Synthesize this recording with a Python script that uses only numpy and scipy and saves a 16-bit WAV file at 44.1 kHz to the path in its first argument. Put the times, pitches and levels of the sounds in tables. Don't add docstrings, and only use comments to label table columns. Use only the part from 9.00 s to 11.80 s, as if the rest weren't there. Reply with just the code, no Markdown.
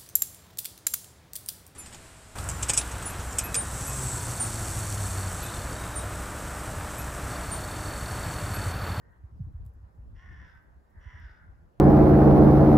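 import sys
import numpy as np
from scipy import signal
from scipy.fft import rfft, irfft, next_fast_len
from scipy.io import wavfile
from scipy.ndimage import uniform_filter1d, map_coordinates

SR = 44100
rng = np.random.default_rng(int(sys.argv[2]) if len(sys.argv) > 2 else 0)


def bounce(signal):
    frames = np.transpose(np.atleast_2d(signal))
    limited = np.clip(frames, -1, 1)
    pcm = np.round(limited * 32767).astype(np.int16)
    wavfile.write(sys.argv[1], SR, pcm)


def level_to_linear(level):
    exponent = np.asarray(level, float) / 20
    return 10 ** exponent


N = 123479
T = np.arange(N) / SR


def unit(x):
    return x / np.sqrt(np.mean(x ** 2) + 1e-20)


def along(points, hz):
    f, v = np.transpose(points)
    return np.interp(np.log(hz + 1), np.log(f + 1), v)


def wobble(rate):
    return map_coordinates(rng.standard_normal(N // 20), [T * rate])


def filtered(x, response):
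    m = next_fast_len(N + SR // 2)
    hz = np.fft.rfftfreq(m, 1 / SR)
    return irfft(rfft(x, m) * response(hz), m)[..., :N]


def coloured(x, points):
    return filtered(x, lambda hz: level_to_linear(along(points, hz)))


def patchy(patchy_db):
    z = signal.stft(rng.standard_normal((2, N)), nperseg=512)[2]
    field = uniform_filter1d(rng.standard_normal(z.shape[1:]), size=8, axis=0)
    field = uniform_filter1d(field, size=10, axis=1)
    return signal.istft(z * level_to_linear(patchy_db * unit(field)), nperseg=512)[1][:, :N]


def spread(pair, alike):
    def mid_side_gains(hz):
        angle = np.arccos(np.clip(along(alike, hz), -1, 1)) / 2
        return np.array([np.cos(angle), np.sin(angle)])

    mid, side = filtered(pair, mid_side_gains)
    return np.array([mid + side, mid - side])


def sides(x, pan_db, turn):
    def response(hz):
        phase = np.exp(np.array([[-.5j], [.5j]]) * turn(hz))
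        return phase * level_to_linear(np.array([[.5], [-.5]]) * pan_db(hz))

    return filtered(x, response)


def ports(x):
    from_hz, full_turn_hz = 6880, 4380
    return sides(x, lambda hz: 0 * hz, lambda hz: 2 * np.pi * np.maximum(hz - from_hz, 0) / full_turn_hz)


# frequency in Hz, share of the power, 0 to 1.
HISS_SHARE = [(2500, .15), (5800, .2), (7000, .8), (12000, .76)]
# frequency in Hz, relative level in dB per Hz.
HISS_TONE = [(1500, -21), (2400, 2), (3300, -2.5), (5000, -3.5), (7300, -6.5), (9200, -6), (11200, -6.5),
             (13200, -8), (15000, -9), (15900, -13.5), (17000, -47)]


def hiss():
    level_db = -85.5
    shared = lambda hz: np.clip(along(HISS_SHARE, hz), 0, 1)
    own = filtered(patchy(2.8), lambda hz: np.sqrt(1 - shared(hz)))
    common = ports(filtered(patchy(0.49)[0], lambda hz: np.sqrt(shared(hz))))
    return level_to_linear(level_db + 0.27 * wobble(6.2)) * unit(coloured(own + common, HISS_TONE))


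# frequency in Hz, relative level in dB.
TRAFFIC_TONE = [(60, -15), (150, -1.5), (300, -6.5), (550, -7.5), (900, -9), (1500, -13.5), (1900, -20),
                (2200, -29), (3500, -58), (6000, -64)]
# frequency in Hz, likeness from -1 (opposite) to 1 (the same).
TRAFFIC_LIKENESS = [(150, 0.6), (380, .4), (700, -0.08), (1400, -0.45), (2200, 0.4)]


def traffic():
    level_db, sway_db = -66, .8
    level = level_to_linear(level_db + sway_db * wobble(3.5))
    return level * unit(spread(coloured(patchy(2.0), TRAFFIC_TONE), TRAFFIC_LIKENESS))


# centre in seconds, peak in dB before a random left-right lean,
# pitch at the centre in Hz, width in seconds (widened where it is under least_s).
WIND_THUMPS = [(0.249, -37, 82, 0.015), (0.332, -40, 76, 0.022), (0.359, -41, 78, 0.014),
               (0.378, -44.5, 80.4, 0.017), (0.414, -28, 119.4, 0.012), (0.448, -33.5, 84, 0.0075),
               (0.476, -36, 103.7, 0.01), (0.521, -54, 69, 0.011), (0.556, -30, 72, 0.012),
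               (0.584, -35, 61, 0.022), (0.61, -35, 72.8, 0.015), (0.642, -44.5, 68, 0.017),
               (0.671, -35.5, 85.4, 0.014), (0.699, -38, 69, 0.023), (0.752, -43.5, 55.6, 0.017),
               (0.78, -41.5, 67, 0.035), (0.813, -46, 71, 0.01), (0.845, -40, 73, 0.031),
               (0.973, -52.5, 64.3, 0.045), (0.996, -37, 78, 0.022), (1.136, -37, 68, 0.014),
               (1.173, -42, 68, 0.019), (1.194, -50, 55.3, 0.014), (1.256, -44.5, 70, 0.015),
               (1.293, -44, 51.3, 0.014), (1.334, -56, 71, 0.0081), (1.376, -52.5, 62, 0.042),
               (1.981, -37, 63, 0.023), (2.072, -35.5, 70, 0.023), (2.152, -37.5, 76, 0.017),
               (2.177, -50, 66, 0.0094), (2.216, -43, 64.56, 0.012), (2.24, -39, 66, 0.009),
               (2.261, -36.5, 55, 0.017), (2.312, -42.5, 60.7, 0.016), (2.5, -39.5, 65.4, 0.033),
               (2.536, -46.5, 77, 0.027)]


def thumps():
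    pitch_fall, least_s, lean_db = 0.84, 0.021, 1.6
    out = np.zeros((2, N))
    for s, db, hz, width in WIND_THUMPS:
        width = max(width, least_s)
        luck = rng.standard_normal(2)
        u = np.clip((T - s) / width, -4, 4)
        swell = np.exp(-np.where(u < 0, 3.5, 1.8) * u ** 2)
        phase = 2 * np.pi * hz * width * (u - pitch_fall * u ** 2 / 2) + 2 * luck[0]
        out += level_to_linear(db + lean_db * luck[1] * np.array([[1], [-1]])) * swell * np.cos(phase)
    return out


# time in seconds, level in dB before lift_db and the random wobble.
FLUTTER_LEVEL = [(0.0, -58), (0.15, -58.5), (0.32, -52.5), (0.47, -42.5), (0.55, -53.5), (0.93, -61),
                 (1.02, -50), (1.22, -55.5), (1.64, -58), (1.77, -60), (2.04, -59), (2.16, -53),
                 (2.42, -61), (2.57, -56.5), (2.8, -62)]
# frequency in Hz, relative level in dB per Hz.
FLUTTER_TONE = [(12, -42), (20, -1), (48, -4.5), (64, 1), (82, -6.5), (119, -14.5), (173, -16),
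                (260, -28.5), (340, -30.5), (570, -120)]


def wind():
    lift_db = 3.06
    pushes = thumps()
    level_db = np.interp(T, *np.transpose(FLUTTER_LEVEL)) + 2.8 * wobble(14)
    flutter = spread(coloured(patchy(2.3), FLUTTER_TONE), [(30, 0.44), (130, .8)])
    return pushes + level_to_linear(level_db + lift_db) * unit(flutter)


# start in seconds, click strength in dB before the noise and housing
# shape it, spray in dB relative to the click.
FLAKE_TICKS = [(0.1087, -66, -14.5), (0.652, -53, -18.5), (0.6546, -59, -19), (0.6633, -49.5, -20),
               (0.6714, -78.5, -13), (0.7368, -64.5, -8), (0.8135, -80, -16), (1.5517, -70, -16),
               (1.5768, -67, -20), (1.6245, -68, -13), (1.6494, -69, -16), (1.9021, -70, -5),
               (2.1524, -71, -18), (2.1987, -57.5, -20)]
# frequency in Hz, gain in dB.
HOUSING_TONE = [(2000, -32), (3800, -17.5), (5600, -23), (7500, -7.5), (9100, -11), (11300, -5.5),
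                (13400, -7), (15000, -4), (16300, -21)]


def snow():
    click_s, spray_s = .0003, 0.019
    faint_per_s, faint_db, faint_spray_db = 18, -85, -5
    luck = rng.random((200, 2))
    faint_start = np.cumsum(-np.log(1 - luck[:, 0])) / faint_per_s
    faint = np.c_[faint_start, faint_db + 9 * luck[:, 1], np.full(200, faint_spray_db)]
    shape, t = np.zeros(N + SR), T[:SR // 8]
    click = t / click_s * np.exp(1 - t / click_s)
    spray = np.exp(-t / spray_s)
    for s, db, spray_db in [*FLAKE_TICKS, *faint[faint_start < N / SR]]:
        shape[round(s * SR):][:len(t)] += level_to_linear(db) * (click + level_to_linear(spray_db) * spray)
    return ports(coloured(shape[:N] * rng.standard_normal(N), HOUSING_TONE))


# frequency in Hz, seconds to fall by 60 dB.
TREES_RING = [(500, 0.4), (1800, 0.61), (3500, .25), (8000, 0.04)]


def trees(x):
    out, step = np.zeros((2, N + SR)), SR // 4
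    for i in range(0, N, step):
        hz, t, z = signal.stft(rng.standard_normal((2, SR // 2)), SR, nperseg=256)
        fade = level_to_linear(-60 * t / along(TREES_RING, hz)[:, None])
        tail = signal.istft(z * fade, SR, nperseg=256)[1]
        wet = signal.fftconvolve(x[None, i:i + step], tail / np.linalg.norm(tail[0]), axes=1)
        out[:, i:i + wet.shape[1]] += wet
    return out[:, :N]


def fence_echo(x):
    delay_s, level_db = .125, -18.5
    return level_to_linear(level_db) * np.pad(x, (round(delay_s * SR), 0))[:N]


def syrinx(pitch_hz):
    jitter, waver, shimmer_db = .027, .01, 2.4
    rasp_share, rattle_hz, rattle_depth = .36, 62, .2
    cycles = np.cumsum(pitch_hz * (1 + waver * wobble(70))) / SR
    luck = rng.standard_normal((N // 50, 2))
    k = np.arange(1, int(cycles[-1]))
    at = np.interp(k + jitter * luck[k, 0], cycles, np.arange(N))
    whole, part = np.minimum(at.astype(int), N - 2), at % 1
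    size = level_to_linear(shimmer_db * luck[k, 1])
    pulses = np.bincount(whole, size * (1 - part), N) + np.bincount(whole + 1, size * part, N)
    rasp = rng.standard_normal(N) * (1 + np.cos(2 * np.pi * cycles) / 2)
    rattle_cycles = np.cumsum(rattle_hz * (1 + 0.1205 * wobble(15))) / SR
    rattle = 1 + rattle_depth * np.sin(2 * np.pi * rattle_cycles)
    voice = np.sqrt(1 - rasp_share) * unit(pulses - pulses.mean()) + np.sqrt(rasp_share) * unit(rasp)
    return unit(rattle * voice)


# frequency in Hz, relative level in dB.
OPEN_THROAT = [(400, -38.5), (800, -14), (1050, -9.5), (1300, -12), (1650, -8), (1980, -1.1), (2150, -9),
               (2400, -25.5), (2950, -15.5), (3200, -21.5), (3400, -19), (3750, -37), (4300, -40.5),
               (5250, -30.5), (5650, -19.5), (6100, -37.5), (7500, -43), (9000, -61.5)]
# frequency in Hz, relative level in dB.
CLOSING_THROAT = [(400, -40), (750, -17), (890, -10), (1150, -20), (1320, -6), (1420, -.2), (2120, -13),
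                  (2450, -26), (2750, -25), (3100, -28), (3570, -22), (3900, -32), (4400, -37), (4950, -26),
                  (5400, -26), (6200, -40), (7500, -48), (9000, -70)]


def throat(closing):
    return (1 - closing) * np.array(OPEN_THROAT) + closing * np.array(CLOSING_THROAT)


# start in seconds, length in seconds, starting pitch in Hz,
# level in dB before the soft edges and the trees.
FARTHER_CAWS = [(-.2, 0.36, 327.5, -74.5), (1.914, .2, 313.3, -70)]


def far_crow():
    edge_s, sag, top_hz = 0.052, .06, 1980
    out = np.zeros(N)
    for s, length, hz, db in FARTHER_CAWS:
        gate = np.clip(np.minimum(T - s, s + length - T) / edge_s, 0, 1)
        pitch_hz = hz * (1 - sag * np.clip((T - s) / length, 0, 1))
        voice = coloured(syrinx(pitch_hz), throat(0.28))
        dull = filtered(voice, lambda f: 1 / (1 + (f / top_hz) ** 8))
        out += level_to_linear(db) * gate * unit(dull)
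    return out


# time in seconds, pitch in Hz,
# level in dB before the voice is placed, beak closing from 0 to 1, treble in dB against the rest.
NEAR_CAWS = [
    [(1.135, 344.7, -101.5, 0.2, 1.5), (1.155, 344.3, -69.5, 0.2, 7.5), (1.19, 354.7, -63, .2, 4.5),
     (1.24, 364.2, -60, 0.07, -0.8), (1.35, 359.5, -59.5, 0.33, 1), (1.41, 336.9, -60, 0.2, .3),
     (1.5, 328.9, -59, 0.8, 1.8), (1.53, 315.8, -62.5, 0.86, 1.5), (1.565, 307.6, -62, 0.98, -6),
     (1.585, 305.2, -72.5, .8, 16), (1.62, 300, -102, 1, -10)],
    [(1.99, 305, -72.5, .1, -11), (2.008, 322.3, -69.5, 0, 8), (2.07, 336.5, -59.5, 0, 1),
     (2.16, 332.1, -56.5, 0.1, -1), (2.23, 319.7, -59.5, 0.64, 4), (2.3, 300.5, -60, 1, 2.4),
     (2.38, 286.3, -64, 0.97, 1), (2.41, 279.3, -64.5, .98, -7), (2.45, 279.6, -64, .99, -14),
     (2.468, 275, -99, 0.96, -12)],
]


def near_crow():
    treble_from_hz = 2350
    s, pitch_hz, level_db, closing, treble_db = np.transpose(np.concatenate(NEAR_CAWS))
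    hz, t, z = signal.stft(syrinx(np.interp(T, s, pitch_hz)), SR, nperseg=1024, noverlap=896)
    beak = np.clip(np.interp(t, s, closing), 0, 1)
    gain_db = np.transpose([along(throat(c), hz) for c in beak])
    gain = level_to_linear(gain_db + (hz[:, None] > treble_from_hz) * np.interp(t, s, treble_db))
    gain = gain / np.linalg.norm(gain, axis=0)
    voice = signal.istft(z * gain, SR, nperseg=1024, noverlap=896)[1][:N]
    return level_to_linear(np.interp(T, s, level_db)) * unit(voice)


# frequency in Hz, left minus right in dB.
CROW_LEAN = [(1000, -1.5), (2000, -1.8), (3000, .4), (5500, 2.5)]
# frequency in Hz, radians by which right leads.
CROW_PHASE = [(700, 1), (2000, -0.27), (3400, -0.9), (4400, 1), (6000, .2)]


def near_crow_direct(near):
    return level_to_linear(-1.5) * sides(near, lambda hz: along(CROW_LEAN, hz), lambda hz: along(CROW_PHASE, hz))


def scene():
    near, far = near_crow(), far_crow()
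    direct = near_crow_direct(near)
    answer = trees(level_to_linear(-8) * near + fence_echo(near) + far)
    return direct + answer + wind() + traffic() + hiss() + snow()


def top_cut(x):
    return signal.sosfilt(signal.butter(12, 16410, fs=SR, output="sos"), x)


def record(dry):
    cut_hz = 40.7
    cut = filtered(dry, lambda hz: (1j * hz) ** 2 / ((1j * hz) ** 2 + 1.4j * hz * cut_hz + cut_hz ** 2))
    return top_cut(cut)


dry = scene()
out = record(dry)
bounce(out)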